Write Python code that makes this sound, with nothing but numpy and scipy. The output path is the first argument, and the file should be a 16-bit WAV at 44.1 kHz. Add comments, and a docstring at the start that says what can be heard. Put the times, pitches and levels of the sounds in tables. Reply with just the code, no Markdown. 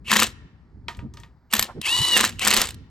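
"""A cordless impact wrench runs four short bursts on the bolts of a farm machine, close by in an open field.
Its motor is a whine with rough gear tones and noise, all following one speed; it slows under load and brakes.
Its hammer strikes the anvil in double blows, made of noisy thuds and cracks with damped rings.
Filtered noise clicks tick inside the tool, and between bursts the socket knocks onto a bolt head.
Noise also makes the soft bumps, the low rumble and the faint outdoor rush underneath."""
import sys
import numpy as np
from scipy import signal
from scipy.fft import rfft, irfft, next_fast_len
from scipy.io import wavfile
from scipy.ndimage import map_coordinates

SR = 44100
rng = np.random.default_rng(int(sys.argv[2]) if len(sys.argv) > 2 else 0)


def put_to_file(sound):
    """Save the sound as 16-bit audio at rate SR, in the file named by the first command-line argument."""
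    columns = np.atleast_2d(sound).T  # one column per channel
    safe = np.clip(columns, -1, 1)
    whole_steps = np.round(safe * 32767)
    wavfile.write(sys.argv[1], SR, whole_steps.astype(np.int16))


N = 127890

# The four bursts of the wrench. Each row: motor starts in seconds, hammer bites in seconds,
# time in seconds from which the speed decays, which may lie before the start.
RUNS = [(0.066, .117, 0.41), (1.486, 1.535, 1.4), (1.823, 2.173, 2.255), (2.384, 2.449, 2.54)]


def amp(db):
    """Decibels to gain."""
    return 10 ** (np.asarray(db) / 20)


def rms(x):
    """Root mean square level."""
    return np.sqrt(np.mean(x ** 2))


def unit(x):
    """Scaled to rms 1."""
    return x / np.sqrt(np.mean(x ** 2) + 1e-20)


def along(points, hz):
    """A curve of (Hz, value) points read on a log frequency axis."""
    f, v = np.transpose(points)
    return np.interp(np.log(hz + 1), np.log(f + 1), v)


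def level(rows):
    """Gain per sample from (s, dB) points, all but silent outside them."""
    s, db = np.transpose(rows)
    return amp(np.interp(np.arange(N) / SR, s, db, left=-120, right=-120))


def wobble(rate):
    """A smooth random curve with rate knots a second."""
    knots = rng.standard_normal(int(N * rate / SR) + 4)
    return map_coordinates(knots, [np.arange(N) * rate / SR])


def filtered(x, response):
    """x shaped by a response given as a function of frequency."""
    n = x.shape[-1]
    m = next_fast_len(n + 8192)
    hz = np.fft.rfftfreq(m, 1 / SR)
    return irfft(rfft(x, m) * response(hz), m)[..., :n]


def noise(spectrum, size):
    """Coloured noise of rms 1."""
    return unit(filtered(rng.standard_normal(size), lambda hz: amp(along(spectrum, hz))))


def band(centre_hz, width_hz, size):
    """Noise of rms 1 in one resonance."""
    return unit(filtered(rng.standard_normal(size),
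                         lambda hz: 1 / (1 + ((hz - centre_hz) / width_hz) ** 2)))


def fade(t, t60):
    """Quick rise and exponential decay of a contact."""
    rise_s = 0.0005
    return (1 - np.exp(-t / rise_s)) * amp(-60 * t / t60)


def burst(spectrum, t, t60):
    """A short noisy contact of set energy, coloured a little differently each time."""
    colour_scatter = 0.086  # relative shift of the spectrum from contact to contact
    shape = fade(t, t60)
    shift = np.exp(colour_scatter * rng.standard_normal())
    shifted = [(hz * shift, db) for hz, db in spectrum]
    return unit(noise(shifted, size=len(t)) * shape) * rms(shape)


def ring(modes, t):
    """Damped modes, struck a little differently each time."""
    scatter_db = 2.5
    out = np.zeros(len(t))
    for hz, db, t60 in modes:
        gain = amp(db + rng.normal(0, scatter_db))
        out += gain * np.sin(2 * np.pi * (hz * t + rng.random())) * fade(t, t60)
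    return out


def add(track, s, sound):
    """Mixes a sound in at s seconds."""
    part = track[max(round(s * SR), 0):][:len(sound)]
    part += sound[:len(part)]


def air(air_db=-69):
    """A faint, steady outdoor rush of coloured noise."""
    # Colour of the rush. Each row: frequency in Hz, relative level in dB per Hz.
    air_spectrum = [(100, -9), (850, 14), (2000, 4.5), (2900, -15), (4700, -4), (6300, -15), (15000, -28)]
    return amp(air_db) * noise(air_spectrum, size=N)


def rumble(gust_db=2.25, relative_width=0.46):
    """Low rumble of breeze and handling swells irregularly, with a few soft bumps and rubs."""
    # Course of the rumble, before the gusts. Each row: time in seconds, level in dB.
    rumble_level = [(0, -45), (.45, -43.5), (.62, -50.5), (1.15, -41), (1.42, -59), (1.9, -50), (2.3, -41),
                    (2.9, -44.5)]
    # Colour of the rumble. Each row: frequency in Hz, relative level in dB per Hz.
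    rumble_spectrum = [(20, -18), (60, 7), (250, -6.5), (400, -16), (2000, -76)]
    # Bumps and rubs of handling. Each row: middle in seconds, 1/e half-length in seconds,
    # level in dB, centre in Hz.
    bumps = [(0.996, 0.017, -31.5, 80), (1.051, 0.027, -32.5, 180), (1.603, .02, -35, 75),
             (1.699, 0.024, -39, 950), (1.777, 0.021, -32, 220), (2.014, .02, -27, 120),
             (2.587, 0.009, -28.5, 70)]
    t = np.arange(N) / SR
    swell_db = np.interp(t, *np.transpose(rumble_level)) + gust_db * wobble(24)
    out = amp(swell_db) * noise(rumble_spectrum, size=N)
    for s, length, db, hz in bumps:
        shape = np.exp(-((t - s) / length) ** 2)
        out += amp(db) * unit(shape * band(hz, relative_width * hz, size=N)) * rms(shape)
    return out


def knocks(knock_t60=0.015, bolt_db=-19.5, bolt_q=45, scrape_db=-15, scrape_t60=0.18):
    """The socket clicks dryly on the bolt head; the bolt rings roughly as it scrapes into place."""
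    # Contacts of socket and bolt. Each row: start in seconds, level in dB, centre of the click in Hz.
    contacts = [(0.8828, -19, 2790), (0.948, -41.5, 3300), (0.97, -46, 7800), (0.991, -34, 1960),
                (1.138, -40.5, 5900), (1.171, -35, 3500), (1.2, -42, 7100), (1.234, -36.5, 2700)]
    # Ring of the bolt and its bracket. Each row: frequency in Hz, relative level in dB, T60 in seconds.
    bolt_modes = [(942, 1, 0.2), (1220, -1, 0.2), (1870, 3, 0.1), (3300, -5.5, .07)]
    t, out = np.arange(SR // 3) / SR, np.zeros(N)
    for s, db, hz in contacts:
        click = band(hz, hz / 2, size=len(t)) * fade(t, knock_t60)
        bolt = np.zeros(len(t))
        for mode_hz, mode_db, t60 in bolt_modes:
            bolt += amp(mode_db) * band(mode_hz, mode_hz / bolt_q, size=len(t)) * fade(t, t60)
        scrape = band(hz / 2, hz, size=len(t)) * fade(t, scrape_t60)
        add(out, s, amp(db) * (click + amp(bolt_db) * bolt + amp(scrape_db) * scrape))
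    return out


def ticks(t60=0.02, tick_db=2):
    """Light noise clicks of the trigger and of the gears running down."""
    # Clicks. Each row: start in seconds, level in dB relative to tick_db.
    clicks = [(.2665, -27.5), (1.5128, -36), (1.6423, -24.5), (1.8145, -23.5), (2.2746, -25.5),
              (2.2931, -25.5), (2.3936, -21.5), (2.6403, -26.5), (2.655, -24), (2.6707, -25),
              (2.6883, -24.5), (2.7059, -29), (2.7436, -38.5)]
    # Colour of a click. Each row: frequency in Hz, relative level in dB per Hz.
    tick_spectrum = [(200, -5), (1000, -8.5), (4000, 3.5), (6000, -7.5), (8500, 3), (15500, -16)]
    t, out = np.arange(SR // 10) / SR, np.zeros(N)
    for s, db in clicks:
        add(out, s, amp(db + tick_db) * burst(tick_spectrum, t, t60))
    return out


def hammer(thud_db=4.0, crack_db=6.0):
    """Each blow is a short thud and a steel crack that shake and ring the case, thump the tool and ping the socket."""
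    # Hammer blows. Each row: start in seconds, thud in dB relative to thud_db,
    # crack in dB relative to crack_db.
    blows = [(0.1161, -11, -11), (0.1283, -8, -21), (0.1348, -17, -17), (.137, -19.5, -13.5),
             (0.156, -13, -27), (0.1617, -5.5, -18), (.168, -17, -11.5), (.193, -10, -16),
             (0.1997, -19, -11), (.2176, -14.5, -29), (0.2225, -6.5, -16.5), (0.231, -20, -9.5),
             (1.527, -23, -22), (1.5352, -11, -14), (1.5374, -14, -10), (1.5516, -23.5, -18.5),
             (1.566, -21.5, -21), (1.5803, -31.5, -27.5), (1.5939, -14, -8), (1.6112, -30.5, -23.5),
             (1.626, -20, -13), (2.1667, -12.5, -14), (2.1731, -17, -11), (2.1782, -22, -11.5),
             (2.204, -8, -17), (2.2093, -15, -11.5), (2.233, -18, -27.5), (2.2407, -8.5, -16),
             (2.2492, -18.5, -11), (2.45, -20, -13.5), (2.4689, -12.5, -27), (2.474, -11, -7),
             (2.4812, -20, -11.5), (2.5051, -15, -11), (2.512, -17, -12.5), (2.5372, -18, -11.5),
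             (2.5422, -14.5, -10), (2.566, -19, -10.5), (2.573, -18, -11), (2.6023, -24.5, -21),
             (2.616, -16.5, -9)]
    # Colours of thud and crack. Each row: frequency in Hz, relative level in dB per Hz.
    thud_spectrum = [(100, -17), (220, -7.5), (600, -15), (1100, 9), (1650, 7), (2600, 3.5), (4000, -9),
                     (15000, -34.5)]
    crack_spectrum = [(1000, -19.5), (4000, 7.5), (6000, 0.5), (8500, 6), (13000, -3.5), (15500, -15.5)]
    # Ring of the hammer case. Each row: frequency in Hz, relative level in dB.
    case_modes = [(1050, -1), (1590, -8), (1785, 6.5), (1875, 3), (3130, -7.5), (3880, 0.5), (6875, -3)]
    # Low thump of the whole tool. Each row: frequency in Hz, level over the thud in dB, T60 in seconds.
    thump = [(214.9, -21.5, 0.13)]
    # Ring of the socket, which sits loose in the second run. Each entry: level over the crack
    # in dB, one per run.
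    socket_db = [-29.5, -11, -27.5, -28]
    thud_t60, crack_t60 = 0.01, 0.01
    case_db, case_t60 = -24, .07
    socket_hz, socket_width_hz, socket_t60 = 12660, 250, .028
    shudder_db, shudder_t60 = -18.5, .04  # the tool goes on shaking after each blow
    t, out = np.arange(SR // 5) / SR, np.zeros(N)

    def strike(spectrum, t60):
        """A contact and the weaker, longer shaking after it."""
        return burst(spectrum, t, t60) + amp(shudder_db) * burst(spectrum, t, shudder_t60)

    for s, thud, crack in blows:
        run = sum(s > start for start, _, _ in RUNS) - 1
        case = ring([(hz, db, case_t60) for hz, db in case_modes], t)
        body = strike(thud_spectrum, thud_t60) + amp(case_db) * case + ring(thump, t)
        ping = band(socket_hz, socket_width_hz, size=len(t)) * fade(t, socket_t60)
        steel = strike(crack_spectrum, crack_t60) + amp(socket_db[run]) * ping
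        add(out, s, amp(thud + thud_db) * body + amp(crack + crack_db) * steel)
    return out


def motor(free_db=-2, loaded_db=0, whine_db=0.5, choke_db=-10, throb_db=4.5, surge_db=6, surge_s=0.047,
          surge_hz=2700, surge_width_hz=400, grain_db=3.0, waver_db=1.75):
    """The motor surges up and whines; as the hammer bites it sags, flutters and grinds, and its speed decays."""
    # Overall level of motor and gears, one curve per run. Each row: time in seconds, level in dB.
    drives = [
        [(.045, -64), (.075, -45), (.092, -34.5), (.116, -23), (.15, -24.5), (.24, -23.5), (.265, -31),
         (.29, -44.5), (.33, -59)],
        [(1.503, -60), (1.523, -45.5), (1.535, -24), (1.56, -28), (1.62, -35.5), (1.66, -38), (1.70, -61.5),
         (1.73, -69.5)],
        [(1.812, -55), (1.835, -44.5), (1.86, -28), (1.89, -26), (2.13, -25.5), (2.165, -21.5), (2.22, -25.5),
         (2.26, -26.5), (2.29, -36), (2.315, -45.5), (2.385, -64)],
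        [(2.387, -49), (2.40, -45), (2.42, -28.5), (2.47, -25), (2.59, -23.5), (2.63, -25.5), (2.66, -39.5),
         (2.70, -46), (2.75, -62)],
    ]
    # Rough gear tones. Each row: multiple of the whine, level relative to the whine in dB before the throb.
    gear_tones = [(.333, -17), (.667, -15), (1.25, -13), (1.346, -7), (2, -21.5)]
    # Colours of the gear noise, free and loaded. Each row: frequency in Hz, relative level in dB per Hz.
    free_spectrum = [(100, -18.5), (300, -2.5), (550, -12), (1000, 6.5), (1500, -6.5), (4500, 5),
                     (5600, -1), (8500, 0), (10500, 1.5), (12000, -10), (15500, -19.5)]
    loaded_spectrum = [(100, -20.5), (210, 7.5), (300, -4), (550, 1.5), (1700, 2), (3900, 2), (5600, -2.5),
                       (7100, -2), (15500, -16.5)]
    top_speed_hz = 2960  # pitch of the main whine at full speed, without load
    spin_up_s, brake_s, bite_s = .031, 0.053, .03  # time constants of run-up, braking, coming load
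    sag, flutter, load_flutter = .08, .002, 0.068  # relative slowing and unsteadiness; the last adds from the bite
    hammer_turns = 1 / 70  # hammer revolutions per whine cycle
    churn_db = 1  # swing of the gear noise in each revolution: half of this free, 1.5 times loaded
    t, out = np.arange(N) / SR, np.zeros(N)
    for (start, bite, slowing), drive in zip(RUNS, drives):
        age = np.maximum(t - start, 0)
        load = np.exp(np.minimum(t - bite, 0) / bite_s)  # rises to 1 at the bite and stays

        speed = top_speed_hz * (1 - np.exp(-age / spin_up_s)) * (1 - sag * load)
        speed = speed * np.exp(-np.maximum(t - slowing, 0) / brake_s)
        speed = speed * (1 + flutter * wobble(90) + load_flutter * (t > bite) * wobble(120))
        angle = 2 * np.pi * np.cumsum(speed) / SR
        turn = np.sin(hammer_turns * angle)

        # random phase drift roughens each gear tone
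        mesh = sum(amp(db) * np.sin(k * angle + wobble(120)) for k, db in gear_tones)
        tones = np.sqrt(2) * (np.sin(angle) + amp(throb_db * turn) * mesh)
        whine = amp(whine_db + choke_db * load ** 10 + waver_db * wobble(80)) * tones
        whine = whine * speed / top_speed_hz * np.minimum(age / spin_up_s / 1.1, 1) ** 6

        gears = amp(free_db) * np.sqrt(1 - load) * noise(free_spectrum, size=N)
        gears += amp(loaded_db) * np.sqrt(load) * noise(loaded_spectrum, size=N)
        rattle = amp(churn_db * (-0.5 - load) * turn + grain_db * wobble(600))
        surge = amp(surge_db) * np.exp(-(age / surge_s) ** 2) * band(surge_hz, surge_width_hz, size=N)
        out += level(drive) * (gears * rattle + surge + whine)
    return out


def housing(x):
    """The many narrow resonances of the tool and the steel around it ripple its spectrum."""
    ripple_db, spacing_hz = 2.2, 70
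    knots = rng.standard_normal(SR // spacing_hz)
    return filtered(x, lambda hz: amp(ripple_db * map_coordinates(knots, [hz / spacing_hz])))


def echo(x, t60s):
    """A diffuse noise tail, decaying at its own rate in each frequency and different at each port."""
    hz, t, z = signal.stft(rng.standard_normal((2, SR)), SR, nperseg=256)
    decay = amp(-60 * t / along(t60s, hz)[:, None])
    tail = signal.istft(z * decay, SR, nperseg=256)[1]
    return signal.fftconvolve(x[None], tail / np.linalg.norm(tail[0]), axes=1)[:, :N]


def spread(x, rate):
    """Two ports whose signals differ slightly from moment to moment."""
    side = amp(-15) * x * wobble(rate)
    return np.array([x + side, x - side])


def scene(field_db=-31):
    """The tool, its scattered echo in the open field, and the background."""
    # Scattered echo. Each row: frequency in Hz, T60 in seconds.
    field_t60 = [(200, .6), (1500, 1), (5000, 0.67), (12000, .25)]
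    background = rumble() + air()
    tool = knocks() + ticks() + hammer() + housing(motor())
    near = spread(tool, 200) + spread(background, 40)
    return near + amp(field_db) * housing(echo(tool, field_t60))


def record(dry):
    """The two microphone ports differ in phase and level; nothing is kept above the band limit."""
    # Phase between the ports. Each row: frequency in Hz, lead of left over right in radians.
    port_phase = [(1900, 0.5), (3000, 0.74), (5600, 0.68), (7200, 0.95), (9700, -3), (12400, -5.5),
                  (13400, -8.5), (15500, -8.5)]
    # Balance of the ports. Each row: frequency in Hz, left over right in dB.
    port_balance = [(700, 0.5), (1050, 5), (1500, -2.5), (2700, 1.6), (9000, 0.5)]
    top_hz = 15900
    sides = np.array([[.5], [-.5]])  # each port takes half of the difference

    def port_response(hz):
        """Phase and gain of both ports."""
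        return np.exp(1j * sides * along(port_phase, hz)) * amp(sides * along(port_balance, hz))

    ports = filtered(dry, port_response)
    return filtered(ports, lambda hz: hz < top_hz)


dry = scene()
out = record(dry)
put_to_file(out)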